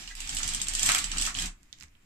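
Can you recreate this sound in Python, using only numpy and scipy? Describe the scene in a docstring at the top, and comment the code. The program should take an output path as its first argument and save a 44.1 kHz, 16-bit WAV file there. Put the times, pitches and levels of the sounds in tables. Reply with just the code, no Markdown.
"""A plastic bead chain is pulled through the geared wheel of a ceiling rack in a small tiled room.
Beads snap into the wheel over a dense rattle of gears, heard a little from the right. The wheel creaks
as it takes the load, then rumbles and shudders; the housing knocks loudest at the hardest pull.
The pull stops at 1.5 s. Close to the right microphone the slack strands tick against each other,
and the hand catches the chain with a soft bump."""
import sys
import numpy as np
from scipy import signal
from scipy.fft import rfft, irfft
from scipy.io import wavfile
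from scipy.ndimage import uniform_filter1d

SR = 44100
rng = np.random.default_rng(int(sys.argv[2]) if len(sys.argv) > 2 else 0)


def pcm_store(signal):
    """Save signal as 16-bit PCM."""
    levels = np.round(np.clip(np.atleast_2d(signal), -1, 1) * 32767)
    wavfile.write(sys.argv[1], SR, levels.astype(np.int16).T)


N = 90404
PLACES = 4  # spots on the drive, each exciting the room differently
TICK_RISE_S = 0.0001477


def amp(db):
    """Decibels to gain."""
    return 10 ** (np.asarray(db) / 20)


def unit(x):
    """Scales to an rms of one."""
    return x / np.sqrt(np.mean(x ** 2) + 1e-20)


def read(points, hz):
    """Reads (Hz, value) points on a log-frequency axis."""
    f, value = np.transpose(points)
    return np.interp(np.log(hz + 1), np.log(f + 1), value)


def level(points):
    """Turns (seconds, dB) points into a gain per sample."""
    return amp(np.interp(np.arange(N) / SR, *np.transpose(points)))


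def add(mix, s, sound):
    """Adds a sound to the mix, starting at s seconds."""
    part = mix[max(round(s * SR), 0):][:len(sound)]
    part += sound[:len(part)]


def causal(db, size=2048):
    """Shortest impulse response of unit energy with the spectral shape db(hz)."""
    log_gain = db(abs(np.fft.fftfreq(size, 1 / SR))) * np.log(10) / 20
    taps = np.fft.ifft(np.exp(np.conj(signal.hilbert(log_gain)))).real
    return taps[:size // 2] / np.linalg.norm(taps)


def focus(hz, pitch_hz, octaves=0.48):
    """A bell curve around a pitch, 1 at its top."""
    return np.exp(-(np.log2((hz + 1) / pitch_hz) / octaves) ** 2)


def contact(rise_s, swell=1, size=1024, passes=4):
    """A brief chatter of two hard surfaces, loudest after rise_s: unit energy, nearly flat spectrum."""
    u = np.arange(size) / SR / rise_s
    shape = (u * np.exp(1 - u)) ** swell
    x = rng.standard_normal(size)
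    for _ in range(passes):  # shape in time, then flatten the spectrum
        x = irfft(np.exp(1j * np.angle(rfft(x * shape))))
    x = x * np.sqrt(shape)
    return x / np.linalg.norm(x)


def ringing(modes, size=11025):
    """Sum of dying modes (Hz, dB, T60 in seconds), of unit energy."""
    t = np.arange(size) / SR
    ring = sum(amp(db - 60 * t / t60) * np.sin(2 * np.pi * hz * t) for hz, db, t60 in modes)
    return ring / np.linalg.norm(ring)


def bump(hz, rise_s):
    """A few low cycles that swell and die."""
    t = np.arange(SR // 4) / SR
    u = t / rise_s
    return u * np.exp(-u ** 2 / 2) * np.sin(2 * np.pi * hz * t)


def noise(spectrum):
    """Stereo noise with a given spectrum, alike at both microphones in the bass."""
    # Likeness of left and right. Each row: frequency in Hz, correlation from 0 to 1.
    likeness = [(30, 1), (120, .97), (250, .82), (450, .1), (15000, 0)]
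    hz = np.fft.rfftfreq(N, 1 / SR)
    same = read(likeness, hz)
    left, other = rfft(rng.standard_normal((2, N)))
    right = same * left + np.sqrt(1 - same ** 2) * other
    return unit(irfft(np.array([left, right]) * amp(read(spectrum, hz)), N))


def room(x, wet_db, left_db=0, smear_s=0.000041):
    """Direct sound, smeared at the left microphone, then reflections and the short tail of tiled walls."""
    # Decay of the room. Each row: frequency in Hz, T60 in seconds.
    decay_times = [(300, 0.02), (1200, 0.27), (3000, 0.15), (8000, 0.17), (14000, 0.09)]
    # First reflections. Each row: delay in seconds, relative gain.
    echoes = [(.0016, 0.21), (.0042, 0.23), (.0078, 0.091), (.0098, 0.1)]
    size, onset_s, right_lead_s = SR // 2, 0.0023, .0001
    hz, t, spectra = signal.stft(rng.standard_normal((2, size)), SR, nperseg=256)
    decay = amp(-60 * t / read(decay_times, hz)[:, None])
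    response = signal.istft(spectra * decay, SR, nperseg=256)[1][:, :size]
    response *= 1 - np.exp(-np.arange(size) / SR / onset_s)
    for side in response:
        side /= np.linalg.norm(side)
        for delay, gain in echoes:
            add(side, delay * rng.uniform(.85, 1.15), gain * contact(TICK_RISE_S))
    response *= amp(wet_db)
    add(response[0], right_lead_s, amp(left_db) * contact(smear_s))
    add(response[1], 0, np.ones(1))
    return signal.fftconvolve(np.atleast_2d(x), response, axes=1)[:, :N]


def room_tone():
    """The faint, steady background of the quiet room."""
    # Colour of the background. Each row: frequency in Hz, relative level in dB.
    spectrum = [(20, 9.5), (60, 4.5), (120, -3), (300, -8.5), (480, -19.5), (1000, -17.5), (2000, -14.5),
                (2650, -15.5), (4200, -31), (7500, -27), (10000, -29), (15500, -31)]
    return amp(-61.5) * noise(spectrum)


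def gears():
    """Dense small impacts of teeth and sliding beads, passing from place to place as the chain sways."""
    # Strength of the rattle, following the pull. Each row: time in seconds, level in dB.
    pull = [(0, -40.5), (.06, -48.5), (.11, -47), (.145, -59.5), (.17, -44), (.26, -41.5), (.33, -40),
            (.4, -37.5), (.46, -37.5), (.52, -36.5), (.6, -40.5), (.72, -40.5), (.8, -34.5), (.87, -28.5),
            (.96, -31.5), (1.02, -37.5), (1.09, -41), (1.15, -39), (1.22, -33), (1.27, -36), (1.3, -43),
            (1.335, -49.5), (1.36, -36.5), (1.41, -35.5), (1.47, -41), (1.5, -83), (1.53, -72),
            (1.7, -70.5), (1.78, -62.5), (1.83, -59), (1.87, -76.5), (2.05, -72.5)]
    # Colour of the rattle. Each row: frequency in Hz, relative level in dB.
    spectrum = [(200, -22), (450, -24.5), (750, -11.5), (1400, -13), (1900, -5), (2700, -3.5), (4200, -6),
                (6400, -6), (7300, -2), (7950, -6), (8700, -13), (9800, -20), (13000, -24.5), (15500, -43)]
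    hits_per_s, spread_db, sway_hz = 1000, 3, 2.3
    body = causal(lambda hz: read(spectrum, hz))
    out, t = np.zeros((2, N)), np.arange(N) / SR
    for place in range(PLACES):
        share = np.maximum(np.cos(2 * np.pi * (sway_hz * t + place / PLACES)), 0)
        hits = (rng.random(N) < hits_per_s / SR) * rng.choice([-1, 1], N)
        hits = hits * amp(spread_db * np.minimum(rng.exponential(1, N), 3))
        clicks = unit(signal.fftconvolve(hits, contact(TICK_RISE_S))[:N])
        rattle = signal.fftconvolve(clicks, body)[:N]
        out += room(rattle * share * level(pull), wet_db=1, smear_s=0.0018)
    return amp(-4.5) * out


def wheel():
    """The turning wheel rumbles, with a slow, uneven shudder under the pull."""
    # Course of the rumble and of the shudder. Each row: time in seconds, level in dB.
    rumble_levels = [(0, -54), (.12, -67.5), (.26, -57.5), (.33, -50.5), (.6, -51.5), (.8, -53), (.87, -43),
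                     (1.0, -48.5), (1.08, -54.5), (1.17, -44.5), (1.3, -54), (1.45, -46), (1.56, -68.5),
                     (1.78, -76), (1.84, -60), (1.92, -84)]
    shudder_levels = [(0.0, -54.5), (0.08, -46), (0.26, -37.5), (0.29, -56), (0.34, -36), (0.56, -36.5),
                      (0.61, -46.5), (0.73, -35), (0.92, -37.5), (0.99, -52), (1.07, -35.5), (1.23, -32),
                      (1.33, -45), (1.41, -35), (1.5, -36.5), (1.6, -66), (1.96, -63), (2.05, -82.5)]
    # Colour of the rumble. Each row: frequency in Hz, relative level in dB.
    spectrum = [(35, -19), (55, 0), (70, 6), (95, -5.5), (150, -2), (165, -11), (181, 4.5), (200, -7),
                (270, -2.5), (350, -11.5), (450, -18), (900, -43), (3000, -70.5)]
    shudder_hz, wander_depth = 27, 0.1474
    wander = unit(uniform_filter1d(rng.standard_normal(N), size=2000))
    cycles = np.cumsum(shudder_hz * (1 + wander_depth * wander)) / SR
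    shudder = amp(-3) * unit(np.sin(2 * np.pi * cycles))
    return noise(spectrum) * level(rumble_levels) + shudder * level(shudder_levels)


def beads():
    """Each bead chatters into its pocket in the wheel, with a bright zing and a short hollow ring."""
    # Bead snaps. Each row: start in seconds, level in dB, top and mid tint in dB, ring pitch in Hz.
    strikes = [(0.0748, -28, -40, 1, 2890), (0.151, -29, -14, -8, 2750), (0.2027, -23, -22, -16, 2800),
               (0.2729, -26, -42, -15, 3460), (0.2918, -18.5, -35, -15, 3200), (0.347, -23, -11, -41, 3680),
               (0.3547, -40, -11, -24, 2950), (0.367, -16, -31, -16, 2950), (0.385, -21.5, -30, -20, 2970),
               (0.4307, -15.5, -51, -22, 3580), (0.4764, -17.5, -25, -20, 3440),
               (0.4888, -17, -56, -21.5, 4050), (0.5348, -22, -18, -13, 3330),
               (0.5465, -15, -29, -19.5, 3470), (0.6001, -25.5, -18.5, 0.5, 3440),
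               (0.6149, -13.5, -28.5, -24, 3870), (0.6685, -23.5, -22, -6, 3270),
               (0.683, -14, -30.5, -24, 3040), (0.7355, -19, -23.5, -16.5, 3240),
               (0.7499, -14, -33, -21.5, 3420), (0.7867, -23, -21, -12.5, 3400),
               (0.7931, -13.5, -33, -27, 3300), (0.8248, -18.5, -23, -14, 3470),
               (0.8296, -9.5, -24.5, -25, 3340), (0.8563, -17.5, -26, -23.5, 2680),
               (0.8603, -9.5, -22, -28, 3360), (0.8884, -8, -19, -13.5, 2730),
               (0.9173, -10.5, -22.5, -24, 4020), (0.9471, -11.5, -13, -15, 3260),
               (0.9805, -17, -15, -20.5, 3380), (0.9856, -15, -27, -13, 2790),
               (1.0411, -16.5, -36, -19, 3100), (1.1155, -18, -54.5, -9.5, 3220),
               (1.1703, -19.5, -28, -11, 3200), (1.1818, -14.5, -38, -18, 2910),
               (1.1974, -22, -29, -10, 3360), (1.2116, -15.5, -19.5, -15, 3750),
               (1.221, -15, -27, -15.5, 2940), (1.251, -19, -23, -12, 3410), (1.2638, -14, -28, -24, 2730),
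               (1.3427, -23.5, -51, -35, 3280), (1.349, -23, -52, 15, 3380), (1.3708, -29, -34, -12, 2830),
               (1.3864, -19, -34, -9, 3300), (1.3967, -20, -23, -17, 2700), (1.4214, -19.5, -23, -12, 3330),
               (1.4571, -23.5, -20, -17, 2780)]
    # Colour common to all snaps. Each row: frequency in Hz, relative level in dB.
    spectrum = [(200, -25), (700, -29), (1600, -15.5), (2300, -14), (3100, -4.5), (4000, -5.5),
                (6200, -5.5), (7200, -4.5), (7900, -0.5), (8700, -6), (9800, -17.5), (13000, -21),
                (15500, -45)]
    usual_top_db, usual_mid_db, tint_share = -22, -11.5, 0.63
    rise_s, ring_t60_s, zing_t60_s = .0016, .016, .012
    likeness = 0.38  # share of the chatter common to both microphones
    snaps, rings = np.zeros((PLACES, 2, N)), np.zeros((2, N))
    for k, (s, db, top_db, mid_db, ring_hz) in enumerate(strikes):
        tint = [(4000, mid_db - usual_mid_db), (6500, 0), (8500, 0.014), (11000, top_db - usual_top_db)]
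        body = causal(lambda hz: read(spectrum, hz) + tint_share * read(tint, hz))
        zing_hz = 7750 * (1 + .05 * rng.uniform(-0.92, 1))
        zing = amp(-12) * ringing([(zing_hz, 0, zing_t60_s)], size=2048)
        hollow = amp(-9) * ringing([(ring_hz, 0, ring_t60_s)], size=2048)
        shared = contact(rise_s, swell=1.8, passes=1)
        for side in range(2):
            own = contact(rise_s, swell=1.8, passes=1)
            chatter = np.sqrt(likeness) * shared + np.sqrt(1 - likeness) * own
            snap = amp(db + 10.5) * signal.fftconvolve(chatter, body)
            add(snaps[k % PLACES, side], s, snap)
            add(rings[side], s, signal.fftconvolve(snap, hollow + zing))
    return sum(room(place, wet_db=-1.5) for place in snaps) + room(rings, wet_db=-7)


def creak():
    """A short pitched creak that swells and dies as the wheel takes the load."""
    # Partials of the creak. 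Each row: frequency in Hz, relative level in dB.
    modes = [(1600, -3), (1680, -4), (1940, -1), (2020, -2.5)]
    start_s, rise_s = .104, 0.0089
    out, t = np.zeros(N), np.arange(SR // 8) / SR
    u = t / rise_s
    tone = sum(amp(db) * np.sin(2 * np.pi * (hz * t + rng.random())) for hz, db in modes)
    add(out, start_s, amp(-45.5) * u * np.exp(1 - u) * tone)
    return room(out, wet_db=-13)


def thuds():
    """Dull jolts during the pull, and a softer bump as the hand catches the chain again."""
    # Jolts, equal at both microphones. Each row: start in seconds, level in dB, pitch in Hz.
    jolts = [(0.323, -37, 140), (0.455, -37, 95), (0.583, -38, 115), (0.821, -35, 110), (0.881, -34, 90),
             (1.083, -39, 80), (1.157, -35, 170), (1.205, -35, 230), (1.366, -35, 85), (1.441, -35, 190)]
    rise_cycles, catch_s = 0.68, 1.815
    out = np.zeros(N)
    for s, db, hz in jolts:
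        add(out, s, amp(db - 1.5) * bump(hz, rise_cycles / hz))
    add(out, catch_s, amp(-47.5) * bump(hz=70.5, rise_s=.032))
    return out


def housing():
    """Hollow knocks, each with its own pitch, that ring the plastic shell."""
    # Knocks on the housing. Each row: start in seconds, level in dB, pitch in Hz.
    strikes = [(0.403, -33, 1380), (0.832, -30, 850), (0.8903, -14.5, 2230), (0.8925, -23, 850),
               (0.898, -17, 1170), (0.9485, -16.5, 2460), (0.956, -28, 2790), (0.969, -25, 2200),
               (1.135, -33, 1120), (1.162, -32, 850), (1.274, -24, 1170), (1.286, -30, 1300),
               (1.425, -34, 2800), (1.44, -34, 700)]
    # Colour common to all knocks. Each row: frequency in Hz, relative level in dB.
    spectrum = [(200, -32.5), (480, -9), (720, 1), (900, -7.5), (1150, 5.5), (1600, 5), (2400, 5.5),
                (3300, -4), (5000, -8), (12000, -67)]
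    # Modes of the shell. Each row: frequency in Hz, relative level in dB, T60 in seconds.
    modes = [(715, -8, .17), (1168, 0, .17), (1454, -5, .15), (1855, 0, .2), (2318, -1, .16),
             (2675, -1, .1), (3262, -2, .1)]
    focus_db, left_db = 6.5, 1
    blows, knocks = np.zeros((2, N))
    for s, db, pitch_hz in strikes:
        blow = amp(db + 12.5) * contact(rise_s=0.00089)
        body = causal(lambda hz: read(spectrum, hz) + focus_db * focus(hz, pitch_hz))
        add(blows, s, blow)
        add(knocks, s, signal.fftconvolve(blow, body))
    shell = amp(-7) * signal.fftconvolve(blows, ringing(modes))[:N]
    return room(knocks + shell, wet_db=-1.5) * amp([[left_db], [0]])


def slack_chain():
    """Loose beads tick by the right microphone, ring briefly and send a duller shiver along the chain."""
    # Strands touching. Each row: start in seconds, level in dB, then pitch, low and high edge in Hz.
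    ticks = [(1.6316, -43.5, 8870, 1960, 15100), (1.728, -24.5, 3830, 3060, 7400),
             (1.787, -42.5, 7400, 2000, 12000), (1.801, -36, 7570, 3500, 14900),
             (1.8097, -29.5, 5400, 1430, 8600), (1.825, -30.5, 2850, 930, 13000),
             (1.834, -33, 8140, 890, 12940), (1.839, -36.5, 2330, 910, 9900),
             (1.883, -50, 6000, 3010, 7000), (1.952, -47, 3220, 2500, 3800)]
    # Colour common to all ticks. Each row: frequency in Hz, relative level in dB.
    spectrum = [(200, -27), (900, 1), (2000, 2.5), (3300, 0.5), (7200, 2.5), (9500, -6.5), (15500, -11.5)]
    cut_db, focus_db, ring_t60_s = -48, 6.5, .007
    chain_body = causal(lambda hz: 22 * focus(hz, pitch_hz=2040))
    out = np.zeros(N)
    for s, db, pitch_hz, low_hz, high_hz in ticks:
        band = [(low_hz / 2, cut_db), (low_hz, 0), (high_hz, 0), (high_hz * 2, cut_db)]
        body = causal(lambda hz: read(spectrum, hz) + read(band, hz) + focus_db * focus(hz, pitch_hz))
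        tick = signal.fftconvolve(amp(db + 11) * contact(TICK_RISE_S), body)
        ring = amp(-16) * signal.fftconvolve(tick, ringing([(pitch_hz, 0, ring_t60_s)]))
        shiver = signal.fftconvolve(amp(db - 4) * contact(rise_s=.006, size=2048), chain_body)
        for sound in (tick, ring, shiver):
            add(out, s, sound)
    return room(out, wet_db=-13, left_db=-20)


def scene():
    """The chain drive, heard a little from the right, over the quiet room."""
    # Lean of the drive between the microphones. Each row: frequency in Hz, left minus right in dB.
    balance = [(100, 15), (300, -9), (700, 7.5), (1200, -0.5), (2000, -0.5), (3200, -5.5), (5000, -5.5),
               (6500, -2.5), (7500, 0), (8700, -8.5), (9500, -8), (10500, -10), (14000, -12.5)]
    lean_db = read(balance, np.fft.rfftfreq(N, 1 / SR)) / 2
    drive = beads() + gears() + housing() + creak()
    drive = irfft(rfft(drive, N) * amp([lean_db, -lean_db]), N)
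    return drive + slack_chain() + wheel() + thuds() + room_tone()


def record(dry):
    """Both channels roll off steeply at 15.5 kHz."""
    lowpass = signal.firwin(255, 15500, window=("kaiser", 9), fs=SR)
    return signal.oaconvolve(dry, lowpass[None], "same")


dry = scene()
out = record(dry)
pcm_store(out)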